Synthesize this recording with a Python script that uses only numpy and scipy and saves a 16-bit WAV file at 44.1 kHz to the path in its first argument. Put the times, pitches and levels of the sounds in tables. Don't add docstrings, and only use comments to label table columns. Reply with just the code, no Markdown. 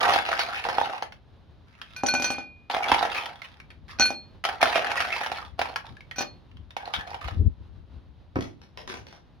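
import sys
import numpy as np
from scipy import signal
from scipy.fft import rfft, irfft
from scipy.io import wavfile
from scipy.ndimage import uniform_filter1d, map_coordinates

SR = 44100
rng = np.random.default_rng(int(sys.argv[2]) if len(sys.argv) > 2 else 0)


def transcribe(signal):
    frames = np.atleast_2d(signal).T
    limited = np.clip(frames, -1, 1)
    pcm = np.round(limited * 32767).astype(np.int16)
    wavfile.write(sys.argv[1], SR, pcm)


N = 414540
TIME_S = np.arange(N) / SR

# frequency in Hz, relative level in dB.
HUSH_COLOUR = [(18, -42.5), (30, -5), (75, 3), (449, -18), (866, -20.5), (2230, -32), (3870, -30.5),
               (7470, -53), (16000, -61)]
# peak in seconds, half length (to 1/e) in seconds, relative level in dB.
GUSTS = [(3.85, 0.24, -49), (5.513, 0.11, -46.5), (5.92, 0.036, -38.5), (6.605, 0.066, -41),
         (6.987, 0.011, -25), (7.262, 0.017, -32), (7.413, 0.074, -22.5), (7.694, 0.55, -46)]
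# start in seconds, length in seconds,
# relative crunch level in dB, tub boom in dB above the crunch setting.
SCOOP_PUSHES = [(0, .18, -24, -3.5), (0.242, 0.36, -31.5, -8), (.632, 0.33, -34, -1), (2.694, 0.61, -39, 4),
                (2.847, 0.22, -29.5, -3.5), (3.107, 0.15, -35.5, -13.5), (3.334, 0.23, -55, -8.5),
                (4.435, 0.099, -38.5, -1), (4.599, 0.32, -29, -3), (4.949, 0.47, -32.5, -7.5),
                (5.576, 0.14, -43, 2), (5.835, 0.025, -46, -4), (6.793, 0.25, -49, 2),
                (7.062, 0.09, -46.5, 1.5), (7.2, 0.094, -41.5, -10)]
# start in seconds,
# length in seconds, relative starting level in dB.
SLIDES = [(1.667, 0.716, -60), (3.877, 0.029, -44)]
# frequency in Hz, relative level in dB.
CRACK_COLOUR = [(150, -31.5), (1300, 0), (2400, -2.5), (5400, -12.5), (6600, -22), (7600, -31.5),
                (10000, -23), (13300, -38), (15600, -30)]
# multiple of the main resonance, width in Hz, relative level in dB.
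TUB_MODES = [(.27, 223.7, -26), (.62, 139, -7.5), (.9, 107.5, 2.5), (1.04, 125.5, 4.5), (1.85, 220, -5.5)]
# time in seconds, relative crack level in dB,
# tub boom in dB above the crack setting.
KNOCKS = [(.030, -17, 1), (.053, -19.5, 3), (.089, -25.5, 14.5), (.122, -22, 8.5), (.136, -15, -5.5),
          (.160, -21, 9.5), (.289, -23, 6.5), (.316, -20.5, 3), (.392, -17, -3.5), (.651, -31.5, 8),
          (.666, -33, 13.5), (.6871, -25.5, 11.5), (.699, -27, 8.5), (.783, -22.5, 14), (.813, -25.5, 14),
          (1.0236, -25, 6.5), (1.1221, -37.5, -6.5), (2.6996, -26.5, 6.5), (2.7465, -22, 5),
          (2.766, -24, 9.5), (2.896, -26, 9), (2.917, -13.5, 8), (2.944, -17, 5), (3.010, -34, 17),
          (3.027, -19.5, 7), (3.051, -24, 8), (4.4398, -20, -7.5), (4.4505, -16.5, -4.5),
          (4.4891, -22.5, 4), (4.6152, -17, -11), (4.6283, -9.5, 3.5), (4.674, -23, 2), (4.757, -18, 6),
          (4.779, -23.5, 8), (4.846, -25, 1), (4.916, -20, -1.5), (5.004, -15.5, -9), (5.163, -25.5, 0),
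          (5.212, -26, 6), (5.262, -24.5, 2), (5.317, -25.5, 8.5), (5.592, -21.5, 7), (5.6151, -17.5, 2.5),
          (5.656, -30.5, 5), (5.7597, -20, -4), (6.766, -27.5, 7.5), (6.876, -40.5, 16),
          (6.9378, -20.5, -2.5), (7.074, -38, 1), (7.144, -32.5, 7), (7.283, -32.5, 7)]
# time in seconds, delay of the left port in seconds.
TUB_PLACE = [(1.2, 0.00017), (1.7, 0.000016), (6.2, 0.000017), (6.75, 0.00024)]
# start in seconds, length in seconds,
# relative level in dB, pitch of the cube in Hz.
SCRAPES = [(0.385, 0.032, -29, 4490), (0.538, 0.063, -37, 2500), (0.818, 0.038, -38.5, 3750),
           (2.711, 0.017, -34, 4230), (2.825, 0.017, -29.5, 2320), (3.113, 0.016, -31.5, 2930),
           (3.143, 0.01, -30, 2600), (3.162, .018, -29.5, 2500), (3.441, 0.013, -42.5, 2820),
           (3.703, 0.012, -46.5, 2380), (4.737, .035, -29, 2380), (4.965, 0.017, -27, 1960),
           (5.007, 0.015, -29.5, 2360), (5.126, 0.012, -30.5, 2610), (6.939, 0.021, -30.5, 3440),
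           (6.988, 0.02, -36.5, 1710)]
# time in seconds,
# relative level in dB, pitch in Hz.
LOOSE_TICKS = [(1.8156, -26, 3150), (3.4186, -27.5, 2120), (3.601, -33, 2310), (5.9685, -38, 1670),
               (6.007, -36, 2270), (6.112, -25, 1890), (6.5147, -49, 2820), (6.57, -44.5, 3190),
               (6.7063, -36, 3680), (6.856, -31, 4170)]
# time in seconds, then relative levels in dB of
CLINKS = [(1.963, -38.5, -29.5, -62.5), (2.035, -42, -30, -14.5), (2.063, -41.5, -17, -81.5),
          (2.085, -23, -19, -36.5), (2.138, -36, -18.5, -17.5), (2.150, -24, -21.5, -25.5),
          (2.198, -39.5, -25, -24.5), (2.222, -35.5, -17.5, -30), (2.243, -27, -13.5, -30),
          (2.303, -33, -20, -21), (2.383, -41.5, -32.5, -27), (3.987, -38.5, -27.5, -42),
          (3.997, -27.5, -12, -18), (4.006, -21.5, -31, -25.5), (4.022, -21, -18, -35),
          (4.056, -25.5, -19.5, -32.5), (4.104, -41.5, -25.5, -24), (6.16, -45, -30, -45),
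          (6.183, -34, -17, -25), (6.207, -40, -17, -24)]
# frequency in Hz, relative level in dB.
CLACK_COLOUR = [(150, -3), (800, 13), (5200, 10), (6100, 3.5), (7700, -31), (9200, -38.5), (10600, -25),
                (14000, -39.5), (15600, -22)]
# frequency in Hz, width in Hz, relative level in dB.
BASE_MODES = [(283, 110, -2), (579, 59, -8.5), (788, 51, -0.5), (1210, 900, 4.5)]
# frequency in Hz, decay time (T60) without ice in seconds.
MAIN_MODES = [(1502, 0.26), (2449, 0.6), (4309, 0.33)]
# dB at a medium blow, extra dB per dB of force,
# extra dB per scoop of ice. Hard blows and a fuller glass favour the highest mode.
WALL_ANSWER = [(-0.5, .05, 1.2), (1, -0.12, 0.16), (-1.5, 0.52, 2.2)]
# middle in seconds, half length (to 1/e)
# in seconds, peak change in dB.
RING_DIPS = [(2.193, 0.046, -12), (4.12, 0.029, -16), (4.19, .07, 4), (6.255, 0.014, -14), (6.305, .07, 6)]
# frequency in Hz, relative level in dB.
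SHIMMER_MODES = [(694, -27), (5920, -18), (5870, -17), (5992, -17), (6760, -25), (6992, -26), (8436, -30),
                 (9722, -31), (10815, -34), (11480, -36), (13221, -41), (15320, -37)]
# time in seconds, relative level in dB.
THUMPS = [(2.918, -20.5), (4.63, -35), (8.358, -15), (8.367, -19), (8.388, -18.5), (8.42, -28.5)]
# frequency in Hz, relative level in dB.
THUMP_COLOUR = [(40, -3.5), (300, 0.5), (450, -8), (1400, -16), (3000, -32), (8000, -60)]
# time in seconds, relative level of the snap in dB.
CRINKLES = [(8.357, -43), (8.408, -34), (8.616, -49), (8.774, -36), (8.876, -34.5), (8.8985, -32.5),
            (8.94, -36), (9.068, -43), (9.127, -44.5)]
# frequency in Hz, relative level in dB.
PLASTIC_COLOUR = [(150, 1), (1600, 3), (5400, -7.5), (7400, -36), (9500, -21), (15000, -38)]
# frequency in Hz, decay time (T60) in seconds.
BALCONY_DECAY = [(200, 0.5), (900, 0.22), (5000, 0.16)]

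HUSH_DB, CALM_BREEZE_DB = -53.5, -72.5
BITE_S, EASE_DB_PER_S, SETTLE_DB_PER_S, SLIDE_SWELL_DB_PER_S = 0.012, 17.5, 253.5, 19
CUBES_PER_S = 45
TUB_HZ = 792
LEFT_SHADE = 0.083
TICK_OCTAVES, TICK_BUMP_DB = 0.11, 12.5
MEDIUM_BLOW_DB = -29
ICE_DAMPING_DB_PER_S = 115
CONTACT_HZ = 1800
SHIMMER_T60_S = 0.15
GRIND_DB, GRIND_T60_S = -22, 0.096
CREASE_HZ, RUN_S, RUN_DB = 5520, 0.023, -11.5
EDGE_HZ = 16000


def amp(db):
    return 10 ** (np.asarray(db) / 20)


def evened(x):
    return x / np.sqrt(np.mean(x ** 2) + 1e-20)


def read(points, hz):
    f, value = np.transpose(points)
    return np.interp(np.log(hz + 1), np.log(f + 1), value)


def add(mix, s, sound):
    part = mix[..., max(round(s * SR), 0):][..., :sound.shape[-1]]
    part += sound[..., :part.shape[-1]]


def pair(shape, likeness):
    shared, own = rng.standard_normal(shape), rng.standard_normal((2, shape))
    return np.sqrt(likeness) * shared + np.sqrt(1 - likeness) * own


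def wander(hz):
    low_pass = signal.butter(2, hz, fs=SR, output="sos")
    return evened(signal.sosfilt(low_pass, rng.standard_normal(N)))


def gesture(start, length, db, slope_db_per_s):
    t = np.clip(TIME_S - start, 0, length + 1)
    held = np.minimum(t, length)
    return np.minimum(t / BITE_S, 1) * amp(db + slope_db_per_s * held - SETTLE_DB_PER_S * (t - held))


def swell(middle, half, db):
    return amp(db) * np.exp(-np.minimum(((TIME_S - middle) / half) ** 2, 50))


def together(gains):
    return np.sqrt(sum(gain ** 2 for gain in gains))


def click(points, size=1024):
    log_gain = np.log(amp(read(points, abs(np.fft.fftfreq(size, 1 / SR)))))
    return np.fft.ifft(np.exp(np.conj(signal.hilbert(log_gain)))).real[:size // 2]


def burst(colour, t60, likeness, size=2048):
    scatter = pair(size, likeness) * amp(-60 * np.arange(size) / SR / t60)
    coloured = signal.fftconvolve(scatter, colour[None], axes=1)[:, :size]
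    return evened(coloured) / np.sqrt(size)


def resonate(x, hz, width):
    turn = np.exp(2j * np.pi * np.cumsum(hz * np.ones(N)) / SR)
    envelope = signal.lfilter([1], [1, -np.exp(-np.pi * width / SR)], x / turn + 1e-18)
    return (turn * envelope).imag


def contacts(per_s, spread_db, size=2400):
    force = amp(spread_db * np.minimum(rng.exponential(1, N), 4)) * rng.choice([-1, 1], N)
    train = force * (rng.random(N) < per_s / SR)
    return train / np.sqrt(abs(uniform_filter1d(train ** 2, size)) + 0.092 * np.mean(train ** 2))


def cube_colour(hz, bump_db, octaves):
    f = np.geomspace(100, SR / 2, num=200)
    bump = bump_db / (1 + (np.log2(f / hz) / octaves) ** 2)
    return click(np.transpose([f, read(CRACK_COLOUR, f) + bump]))


def ice_tick(colour, hz, crack_t60, ring_t60, ring_db):
    crack = burst(colour, crack_t60, likeness=0.3)
    t = np.arange(crack.shape[1]) / SR
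    ring = np.sin(2 * np.pi * hz * t + rng.standard_normal((2, 1))) * amp(-60 * t / ring_t60)
    ring = amp(ring_db) * evened(ring) / np.sqrt(len(t))
    return (crack + ring) / np.hypot(1, amp(ring_db))


def hush():
    air = pair(N, likeness=0.55)
    noise = irfft(rfft(air) * amp(read(HUSH_COLOUR, np.fft.rfftfreq(N, 1 / SR))), N)
    return amp(HUSH_DB + 1.7 * wander(4.6)) * evened(noise)


def breeze():
    level = together([amp(CALM_BREEZE_DB)] + [swell(*row) for row in GUSTS])
    lumps = amp(3.5 * wander(14) - 1)
    low_band = signal.butter(4, [46, 100], "band", fs=SR, output="sos")
    high_band = signal.butter(3, [90, 280], "band", fs=SR, output="sos")
    low = evened(signal.sosfilt(low_band, pair(N, likeness=0.5)))
    high = evened(signal.sosfilt(high_band, pair(N, likeness=0.76)))
    high = amp(-12) * high * (level / level.max()) ** 0.051
    return level * lumps * (low + high) * amp([[3], [-4.5]])


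def crunch(count=48):
    pushing = together(gesture(s, length, db, -EASE_DB_PER_S) for s, length, db, _ in SCOOP_PUSHES)
    sliding = together(gesture(*row, SLIDE_SWELL_DB_PER_S) for row in SLIDES)
    clumps = amp(2 * wander(30) - 1)
    train = contacts(per_s=850, spread_db=5, size=2000) * (pushing + sliding) * clumps
    meeting = np.cumsum(rng.random(N) < CUBES_PER_S / SR)
    cube = rng.integers(0, count, N)[meeting + rng.integers(0, 2, N)]
    ticks = []
    for hz in np.geomspace(1150, 5000, count):
        colour = cube_colour(hz, bump_db=5.5, octaves=0.26)
        ring_db = -2 - 4 * np.log2(hz / 1500)
        ticks.append(ice_tick(colour, hz, crack_t60=0.019, ring_t60=0.014, ring_db=ring_db))
    out = np.zeros((2, N))
    for at in np.flatnonzero(abs(train) > amp(-100)):
        add(out, at / SR, train[at] * ticks[cube[at]])
    return amp(0.5) * out


def tub():
    pushing = together(gesture(s, length, db + boom_db, -EASE_DB_PER_S)
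                       for s, length, db, boom_db in SCOOP_PUSHES)
    drive = amp(-15) * contacts(per_s=500, spread_db=3) * pushing
    for s, db, boom_db in KNOCKS:
        add(drive, s, amp([db + boom_db - 1]))
    pitch_hz = TUB_HZ * np.exp(0.083 * wander(17))
    boom = sum((-1) ** k * amp(db) * resonate(drive, multiple * pitch_hz, width)
               for k, (multiple, width, db) in enumerate(TUB_MODES))
    return boom * amp([[-1.7], [1.5]])


def knocks():
    out = np.zeros((2, N))
    for s, db, _ in KNOCKS:
        hz = rng.uniform(1400, 3200)
        tick = ice_tick(click(CRACK_COLOUR), hz, crack_t60=0.022, ring_t60=0.034, ring_db=-8)
        add(out, s, amp(db + 18.5) * tick)
        for delay in rng.uniform(0.0011, 0.008, size=3):
            add(out, s + delay, amp(db + 9.5) * tick)
    return out


def scrapes():
    out = np.zeros((2, N))
    for s, length, db, hz in SCRAPES:
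        t = TIME_S[TIME_S < length + 0.004]
        slips = evened(rng.standard_normal(len(t)) * (rng.random(len(t)) < 1200 / SR))
        colour = cube_colour(hz, TICK_BUMP_DB, TICK_OCTAVES)
        tick = ice_tick(colour, hz, crack_t60=0.018, ring_t60=0.022, ring_db=-6)
        add(out, s, amp(db) * signal.fftconvolve(slips[None], tick, axes=1))
    return out


def loose_ticks():
    out = np.zeros((2, N))
    for s, db, hz in LOOSE_TICKS:
        snap = cube_colour(hz, TICK_BUMP_DB, TICK_OCTAVES)
        add(out, s, amp(db + 9) * snap / np.linalg.norm(snap))
        add(out, s, amp(db + 15) * burst(snap, t60=0.028, likeness=0.36))
    return out


def fill_at(s):
    return np.interp(s, [2.5, 3.9, 6.1], [0, 1, 2])


def glass_blows(count=10):
    colour, out, drive = click(CLACK_COLOUR), np.zeros((2, N)), np.zeros(N)
    for s, _, clack_db, thud_db in CLINKS:
        cushion_db = 2.5 * fill_at(s)
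        add(out, s, amp(clack_db + 13 - cushion_db) * burst(colour, t60=0.027, likeness=0.23))
        for delay in rng.uniform(0.0044, 0.038, count):
            rebound_db = clack_db - 0.5 + cushion_db - 200 * delay
            add(out, s + delay, amp(rebound_db) * burst(colour, t60=0.012, likeness=0.31))
        add(drive, s, amp([thud_db + 0.5]))
    thuds = sum((-1) ** k * amp(db) * resonate(drive, hz, width)
                for k, (hz, width, db) in enumerate(BASE_MODES))
    return out + thuds


def wall_mode(hz, t60, kicks_db, detune):
    s, out, swing = np.transpose(CLINKS)[0], np.zeros(N, complex), 0j
    ice_db_per_s = ICE_DAMPING_DB_PER_S * np.sqrt(fill_at(s)) / (1 + (hz / 3100) ** 8)
    falls_db_per_s = 60 / t60 + ice_db_per_s
    for at, length, kick, fall in zip(s, np.diff(s, append=N / SR), amp(kicks_db), falls_db_per_s):
        t = np.arange(max(round(min(length, 1) * SR), 1)) / SR
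        swing += kick * np.exp(1j * np.angle(swing)) * rng.choice([-1j, 1j])
        bent_hz = hz * (1 + detune * rng.standard_normal())
        ring = swing * amp(-fall * t) * np.exp(2j * np.pi * bent_hz * t)
        add(out, at, ring)
        swing = ring[-1] * np.exp(2j * np.pi * hz / SR)
    soft = np.exp(-np.pi * CONTACT_HZ / SR)
    out = signal.lfilter([1 - soft], [1, -soft * np.exp(2j * np.pi * hz / SR)], out + 1e-18)
    lag_rad = min(hz / 3700, 1.4)
    return (out * np.exp(0.5j * lag_rad * np.array([[1], [-1]]))).real


def glass_ring():
    s, ring_db, clack_db, _ = np.transpose(CLINKS)
    main = []
    for (hz, t60), (db, hard, full) in zip(MAIN_MODES, WALL_ANSWER):
        kicks_db = ring_db + db + hard * (ring_db - MEDIUM_BLOW_DB) + full * fill_at(s)
        main.append(wall_mode(hz, t60, kicks_db, detune=0.00035))
    low, middle, high = main
    dips_db = sum(db * swell(at, half, 0) for at, half, db in RING_DIPS)
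    out = low + middle + high * amp(dips_db)
    shimmer_db = clack_db + 0.5 - fill_at(s) ** 2 + np.minimum(clack_db - MEDIUM_BLOW_DB, 0)
    for hz, db in SHIMMER_MODES:
        chatter = amp(4.5 * wander(60) - 2)
        kicks_db = shimmer_db + db + rng.normal(-1, 6, len(s))
        out = out + chatter * wall_mode(hz, SHIMMER_T60_S, kicks_db, detune=0.007)
    return out


def glass_grind():
    pressure = np.zeros(N)
    for s, _, clack_db, _ in CLINKS:
        add(pressure, s, amp(clack_db - fill_at(s) - 60 * TIME_S[:SR] / GRIND_T60_S))
    drive = amp(GRIND_DB) * pressure * contacts(per_s=210, spread_db=-0.5)
    ports = [sum(amp(db) * resonate(drive * rng.standard_normal(N), hz, width=0.014 * hz)
                 for hz, db in SHIMMER_MODES[1:]) for _ in range(2)]
    return np.array(ports)


def thumps():
    colour, out = click(THUMP_COLOUR), np.zeros((2, N))
    for s, db in THUMPS:
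        add(out, s, amp(db + 19.5) * burst(colour, t60=0.041, likeness=0.99))
    return out


def crinkle():
    colour, out = click(PLASTIC_COLOUR), np.zeros((2, N))
    for s, db in CRINKLES:
        hz = CREASE_HZ * rng.uniform(0.93, 1.1)
        tick = ice_tick(colour, hz, crack_t60=0.018, ring_t60=0.0088, ring_db=-11.5)
        run = contacts(per_s=1300, spread_db=3.5) * gesture(s, RUN_S, db + RUN_DB, -EASE_DB_PER_S)
        add(run, s, amp([db + 18.5]))
        out += amp(4) * signal.oaconvolve(run[None], tick, axes=1)[:, :N]
    return out


def at_tub(x):
    late = np.interp(TIME_S, *np.transpose(TUB_PLACE)) * SR
    left = map_coordinates(x[0], [np.arange(N) - late], order=3)
    left = (1 - LEFT_SHADE) * left + LEFT_SHADE * uniform_filter1d(left, 3)
    return np.array([left, x[1]])


def balcony(x, size=16384):
    sparse = rng.random((2, size)) < 0.1
    taps = rng.standard_normal((2, size)) * sparse * (np.arange(size) > 0.003 * SR)
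    hz, t, z = signal.stft(taps, SR, nperseg=256)
    decay = amp(-60 * t / read(BALCONY_DECAY, hz)[:, None])
    tail = signal.istft(z * decay, SR, nperseg=256)[1]
    tail = tail / np.linalg.norm(tail, axis=1, keepdims=True)
    return signal.oaconvolve(x, tail, axes=1)[:, :N]


def scene():
    ice = at_tub(crunch() + knocks() + scrapes() + loose_ticks() + crinkle())
    hollow = at_tub(tub() + thumps())
    blows = glass_blows()
    ring = glass_ring() + glass_grind()
    echoes = balcony(amp(-4.5) * ice + amp(-8) * hollow + amp(-21) * ring + amp(-4) * blows)
    return ice + hollow + ring + blows + echoes + breeze() + hush()


def record(dry):
    dipped = signal.lfilter(*signal.iirnotch(7750, 9, fs=SR), dry)
    thin = signal.sosfilt(signal.butter(3, 40, "high", fs=SR, output="sos"), dipped)
    band_limit = signal.firwin(511, EDGE_HZ, window=("kaiser", 9), fs=SR)
    return signal.oaconvolve(thin, band_limit[None], "same")


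dry = scene()
out = record(dry)
transcribe(out)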